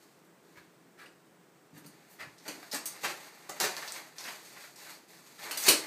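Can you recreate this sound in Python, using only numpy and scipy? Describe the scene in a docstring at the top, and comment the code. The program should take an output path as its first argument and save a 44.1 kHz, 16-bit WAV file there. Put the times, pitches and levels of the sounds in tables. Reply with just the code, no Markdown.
"""A cat balances on a metal shower curtain rod in a small tiled bathroom, pawing at a wooden ledge above.
It drops back onto the rod and scrambles: soft paws thump the bending modes, claws and rings clack on
the tube or the ledge, and the plastic curtain crackles as its folds catch and slip.
The last slip bangs the rod hard. A fan hums faintly; a phone below hears it all from one spot."""
import sys
import numpy as np
from scipy import signal
from scipy.fft import rfft, irfft
from scipy.io import wavfile

SR = 44100
rng = np.random.default_rng(int(sys.argv[2]) if len(sys.argv) > 2 else 0)


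def transcribe(u):
    """Save the signal u as a 16-bit wav file named by the first command-line argument.

    u: samples, shape (n,) or (channels, n), limited to [-1, 1]; the rate is SR.
    q: integer samples, one column per channel.
    """
    v = np.clip(np.atleast_2d(u).T, -1, 1)
    q = np.round(v * 32767).astype(np.int16)
    wavfile.write(sys.argv[1], SR, q)


N = 258426
TIME = np.arange(N) / SR

# tone colour of the plastic curtain: frequency_hz, level_db
CURTAIN_SPECTRUM = [(50, -53), (140, -17), (300, -8), (850, -0.5), (1200, -3.5), (2000, 0), (3200, -8.5),
                    (4600, -2), (5200, -9), (6300, -5), (9500, -12.5), (12000, -8.5), (15000, -15)]


def amp(db):
    """Decibels to gain."""
    return 10 ** (np.asarray(db) / 20)


def unit(x):
    """Scale to an energy of one."""
    return x / np.sqrt(np.sum(x ** 2) + 1e-18)


def along(points, hz):
    """Read a curve of (frequency_hz, value) points on a log-frequency axis."""
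    point_hz, value = np.transpose(points)
    return np.interp(np.log(np.maximum(hz, 1)), np.log(point_hz), value)


def response(points, tilt=0, size=4096):
    """Minimum-phase impulse response of a spectrum, tilted above 400 Hz in dB per octave."""
    hz = np.maximum(np.arange(size // 2 + 1) * SR / size, 20)
    gain = amp(along(points, hz) + tilt * np.log2(np.maximum(hz, 400)))
    cepstrum = irfft(np.log(gain))[:size // 2]
    cepstrum[0] = 0
    return unit(irfft(np.exp(rfft(2 * cepstrum, size)))[:size // 2])


def through(x, impulse):
    """Pass a sound through an impulse response."""
    return signal.fftconvolve(x, impulse)[:N]


def add(out, start_s, x):
    """Mix a sound in at its start time."""
    first = max(int(start_s * SR), 0)
    out[first:first + len(x)] += x[:N - first]


def blow(x, level_db):
    """Set a hit's level as if its energy were spread over 20 ms."""
    return unit(x) * amp(level_db) * np.sqrt(SR / 50)


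def drift(points):
    """A slow random wander through evenly spaced points across the scene."""
    return np.interp(TIME, np.linspace(0, N / SR, points), rng.standard_normal(points))


def crackle(per_second, spread_db, size=SR // 8):
    """Tiny slips at random moments, most weak and a few strong; rms one."""
    chance, side = rng.random((2, size))
    hits = np.flatnonzero(chance < per_second / SR)
    strength = np.minimum(-np.log(chance[hits] * SR / per_second), 5)
    slips = np.zeros(size)
    slips[hits] = np.sign(side[hits] - .5) * amp(spread_db * strength)
    return unit(slips) * np.sqrt(size)


def stroke(slips, length_s, level_db, rise):
    """A run of slips that swells for the `rise` share of its length, then falls to silence."""
    swell = np.interp(TIME[:len(slips)] / length_s, [0, rise, 1], [0, 1, 0]) ** .5
    return amp(level_db) * unit(slips * swell) * np.sqrt(length_s * SR + SR / 100)


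def room(x, direct_db, ceiling_db=-11, ceiling_s=0.005, build_s=0.00033, block=256, blocks=52):
    """Direct sound, a bounce off the ceiling, then a dense tail between the tiles, new for every spot."""
    # reverb time of the bathroom: frequency_hz, t60_s
    reverb_times = [(150, 0.33), (700, 0.39), (2000, 0.3), (5000, .3), (9000, .26), (14000, 0.17)]
    t = TIME[:block * blocks]
    t60_s = along(reverb_times, np.arange(block // 2 + 1) * SR / block)
    decay = np.exp(-np.log(1000) * t[::block, None] / t60_s)
    tail = irfft(rfft(rng.standard_normal((blocks, block))) * decay).ravel()
    impulse = unit(tail * (1 - np.exp(-t / build_s)))
    impulse[0] += amp(direct_db)
    impulse[int(ceiling_s * SR)] += amp(ceiling_db)
    return through(x, unit(impulse))


def fan(air_db=-62, waver_rad=0.34):
    """A steady rush of air with three faint, wavering tones."""
    # colour of the rushing air: frequency_hz, level_db
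    air_spectrum = [(25, -59), (60, -22), (100, -23), (140, -4), (175, -3), (215, -6), (340, -3),
                    (600, -9.5), (1800, -15), (2900, -22), (4600, -24.5), (8000, -25.5), (9400, -30),
                    (15000, -29)]
    # the fan's hum: pitch_hz, level_db
    hum_tones = [(172.3, -77), (328.4, -74.5), (414.5, -77)]
    out = amp(air_db) * through(rng.standard_normal(N), response(air_spectrum))
    for pitch_hz, level_db in hum_tones:
        out += amp(level_db) * np.sqrt(2) * np.sin(2 * np.pi * pitch_hz * TIME + waver_rad * drift(40))
    return out


def curtain_rustle(attack_s=0.028, release_s=0.098, split_hz=3200, flutter_db=2, spots=3):
    """Folds all along the plastic curtain crackle as they rub, catching and letting go."""
    # shifts of the cat's body against the curtain: start_s, length_s, level_db, treble_db
    rubs = [(-.04, 0.034, -68, 7.5), (0.4, 0.19, -73.5, 3.5), (1.86, 0.87, -63.5, -3),
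            (2.422, 0.22, -56, 0.5), (2.79, 0.43, -51.5, -2.5), (3.002, 0.068, -51, 6.5),
            (3.246, 0.27, -55, -3.5), (3.516, 0.086, -49.5, -4.5), (3.653, 0.31, -47, -1.5),
            (4.151, 0.18, -49, 0.5), (4.385, 0.25, -57, 2.5), (4.753, 0.12, -52, 2), (5.072, 0.068, -57, 2),
            (5.228, 0.3, -61, 3.5), (5.371, .26, -44, -2), (5.621, 0.028, -35, 4.5),
            (5.804, .025, -41, -20)]
    body_power = treble_power = 1e-12
    for start_s, length_s, level_db, treble_db in rubs:
        take_hold = np.clip((TIME - start_s) / attack_s, 0, 1)
        settle = np.exp(-np.maximum(TIME - start_s - length_s, 0) / release_s)
        power = (amp(level_db) * take_hold * settle) ** 2
        body_power += power
        treble_power += power * amp(treble_db) ** 2
    pressure = np.sqrt(body_power / spots) * amp(flutter_db * drift(300))
    folds = sum(room(crackle(800, spread_db=3.4, size=N) * pressure, direct_db=-4.5)
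                for _ in range(spots))
    rustle = through(folds, response(CURTAIN_SPECTRUM))
    body = signal.sosfiltfilt(signal.butter(2, split_hz, fs=SR, output="sos"), rustle)
    return body + np.sqrt(treble_power / body_power) * (rustle - body)


def rod_ring(weight, scatter_db=2):
    """The rod rings as decaying sines; every contact point balances them a little differently."""
    # the rod's bending modes, then the ring of its tube wall: pitch_hz, level_db, t60_s
    rod_modes = [(136, -2.5, 0.75), (156, 5, 0.32), (235, -11, 0.69), (289, 15.5, 0.23), (309, 8.5, 0.99),
                 (369.5, 6.5, 0.16), (571, 7, 0.24), (792, 6, 0.18), (824, -5, 0.4), (998, 9, 0.23),
                 (2524, -21.5, 0.23), (2940, 13.5, 0.17), (4130, 2, 0.1), (4307, 2, 0.2), (4750, 9, 0.099),
                 (4660, 9, 0.25), (5940, 3, 0.15), (8183, 12, 0.28), (8660, 13, 0.17), (8930, 19, 0.23),
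                 (11400, 3, 0.13), (12650, 3, 0.18)]
    pitch_hz, level_db, t60_s = np.transpose(rod_modes)
    t = TIME[:SR // 3, None]
    decay = np.exp(-np.log(1000) * t / t60_s) / np.sqrt(t60_s)  # equal energy, short or long
    partials = np.cos(2 * np.pi * pitch_hz * t) * decay
    scatter, side = rng.standard_normal((2, len(rod_modes)))
    gains = amp(level_db + scatter_db * scatter) * weight(pitch_hz) * np.sign(side)
    return unit(partials @ gains)


def sharp_clacks(ring_db=-10, chatter_db=4, chatter_s=0.0034, low_cut_hz=1800):
    """A hard contact cracks and chatters for a moment, with a quieter metallic ring."""
    # clacks of claws and rings, on the tube or the wooden ledge: start_s, level_db, tilt_db_per_octave
    clacks = [(.245, -70, 5), (1, -72, -3), (1.058, -54.5, -6), (1.777, -56.5, 8), (1.862, -53, 3.5),
              (2.48, -37.5, -4.5), (2.857, -34, 5.5), (5.511, -34.5, -2.5), (5.573, -32.5, -0.5),
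              (5.681, -18, -3), (5.685, -17, 0.5), (5.705, -31, -1)]
    # colour of the crack: frequency_hz, level_db
    crack_spectrum = [(35, -54), (120, -29), (300, -8.5), (800, -13), (2500, 1.5), (3600, -4), (4600, 6),
                      (5200, -3), (6300, 0.5), (8400, -2), (10300, -1), (11700, 2.5), (15000, -5)]
    out, t = np.zeros(N), TIME[:SR // 20]
    for start_s, level_db, tilt in clacks:
        chatter = crackle(7000, spread_db=2.1, size=len(t)) * np.exp(-t / chatter_s)
        contact = amp(chatter_db) * unit(chatter)
        contact[0] += 1  # the first impact
        crack = room(through(contact, response(crack_spectrum, tilt)), direct_db=-8.5)
        ring = rod_ring(lambda hz: hz / (hz + low_cut_hz) * amp(tilt * np.log2(hz)))
        add(out, start_s, blow(crack, level_db))
        add(out, start_s, blow(ring, level_db + ring_db))
    return out


def claw_scrapes(base_hz=1796, base_db=-46.5, hz_per_db=16):
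    """Claws stick and slip, rasping around one resonance; a harder scrape rasps higher."""
    # swipes over the ledge or whatever the claws catch: start_s, length_s, level_db
    swipes = [(.555, .04, -55.5), (0.972, 0.082, -54), (1.754, 0.043, -61.5), (2.186, 0.056, -45.5),
              (2.627, 0.0086, -49), (3.04, 0.026, -34.5), (3.819, 0.022, -44.5), (3.955, 0.012, -44.5),
              (4.242, 0.023, -46.5), (4.273, 0.019, -40.5), (4.553, 0.037, -52), (4.636, 0.018, -51.5),
              (4.841, 0.077, -55.5), (5.421, 0.12, -50.5)]
    # colour of the rasp: ratio_to_resonance, level_db
    rasp_spectrum = [(.04, -22), (.12, -11), (.3, -4), (.5, -2.5), (.75, 2), (1, 3), (1.35, 1), (1.8, -10),
                     (2.6, -8), (3.1, -14), (5, -19), (9, -21.5)]
    out = np.zeros(N)
    for start_s, length_s, level_db in swipes:
        resonance_hz = base_hz + hz_per_db * (level_db - base_db)
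        surface = response([(ratio * resonance_hz, db) for ratio, db in rasp_spectrum])
        slips = stroke(crackle(6000, spread_db=3), length_s, level_db, rise=0.42)
        add(out, start_s, room(through(slips, surface), direct_db=-1.5))
    return out


def paw_thumps(pad_db=-3, ring_db=-3):
    """Soft pads only reach the rod's low bending modes, with a dull pat of their own."""
    # the cat's weight landing on the rod, duller for a softer paw: start_s, level_db, cutoff_hz
    landings = [(.564, -64, 75), (1.731, -52.5, 150), (1.77, -51.5, 159), (1.852, -51.5, 174),
                (2.223, -58, 110), (2.27, -57, 130), (2.484, -48.5, 340), (2.575, -52, 298),
                (2.735, -39.5, 268), (3.607, -53, 170), (3.636, -56, 350), (5.703, -30.5, 362)]
    out = np.zeros(N)
    for start_s, level_db, hz in landings:
        pat = response([(hz / 10, -55), (hz / 2, -14), (hz, 0), (hz * 2, -9), (hz * 10, -45)])
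        bend = through(rod_ring(lambda mode_hz: mode_hz < 1500), pat)  # the pad's push drives the modes
        add(out, start_s, blow(bend, level_db + ring_db))
        add(out, start_s, blow(room(pat, direct_db=-1), level_db + pad_db))
    return out


def crackle_bursts():
    """Many tiny snaps crowd into a short crackling burst that swells and stops."""
    # curtain snaps, rattling rings and the lead-in to the last bang:
    # start_s, length_s, level_db, tilt_db_per_octave
    bursts = [(1.733, 0.066, -61, 0), (1.837, 0.021, -58.5, -2), (2.084, 0.074, -60, 9),
              (2.451, 0.027, -49, -3), (2.484, 0.043, -54, -3), (2.719, .055, -39, -0.05),
              (3.03, 0.031, -35, -1.5), (3.072, 0.055, -44.5, -1), (3.49, .012, -41, -3),
              (3.597, 0.026, -31.5, -2.5), (3.619, 0.042, -30, -1.15), (3.765, 0.021, -42, -1.5),
              (5.587, 0.062, -39, 5), (5.662, 0.015, -27.5, 1.5), (5.691, 0.023, -31, 5)]
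    out = np.zeros(N)
    for start_s, length_s, level_db, tilt in bursts:
        snaps = stroke(crackle(4000, spread_db=2.64), length_s, level_db, rise=0.56)
        add(out, start_s, room(through(snaps, response(CURTAIN_SPECTRUM, tilt)), direct_db=-2))
    return out


def ring_clicks(rattle_s=0.00025, rattle_db=-5):
    """Light plastic rings give a short bright tick around one broad resonance."""
    # curtain rings knocking together: start_s, level_db, centre_hz, direct_to_reverb_db
    clicks = [(2.383, -58, 5230, -7), (2.714, -39.5, 5850, -16), (2.728, -38.5, 5700, -8),
              (2.745, -38.5, 7040, -7), (2.859, -39.5, 7650, -7), (3.496, -42.5, 6540, -3),
              (3.602, -31, 6050, -1), (3.609, -31.5, 5140, -9), (3.767, -42, 5400, 1),
              (3.878, -41.5, 5500, -8), (3.922, -42.5, 7640, 0), (4.184, -42.5, 5800, -6),
              (4.24, -46, 5270, -11), (4.759, -53.5, 5940, -9), (5.639, -37, 6640, -1)]
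    out, t = np.zeros(N), TIME[:SR // 100]
    for start_s, level_db, hz, direct_db in clicks:
        contact = amp(rattle_db) * unit(rng.standard_normal(len(t)) * np.exp(-t / rattle_s))
        contact[0] += 1
        shell = response([(hz / 20, -22), (hz * 0.56, -12), (hz * 0.78, 0),
                          (hz * 1.22, -1), (hz * 1.12, -9), (hz * 3, -17)])
        tick = room(through(contact, shell), direct_db)
        add(out, start_s, blow(tick, level_db))
    return out


def scene():
    """The cat, the rod and the curtain over the fan, alike in both channels."""
    contacts = claw_scrapes() + paw_thumps() + sharp_clacks() + ring_clicks()
    mono = contacts + crackle_bursts() + curtain_rustle() + fan()
    return np.array([mono, mono])


def record(dry, low_cut_hz=68, peak_hz=8230, peak_q=20, peak_mix_db=-2, high_cut_hz=15400):
    """The phone thins the bass, adds a narrow treble resonance and cuts the top."""
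    thin = signal.sosfilt(signal.butter(4, low_cut_hz, "high", fs=SR, output="sos"), dry)
    resonance = amp(peak_mix_db) * signal.lfilter(*signal.iirpeak(peak_hz, peak_q, fs=SR), thin)
    return signal.sosfilt(signal.ellip(12, .2, 80, high_cut_hz, fs=SR, output="sos"), thin + resonance)


dry = scene()
out = record(dry)
transcribe(out)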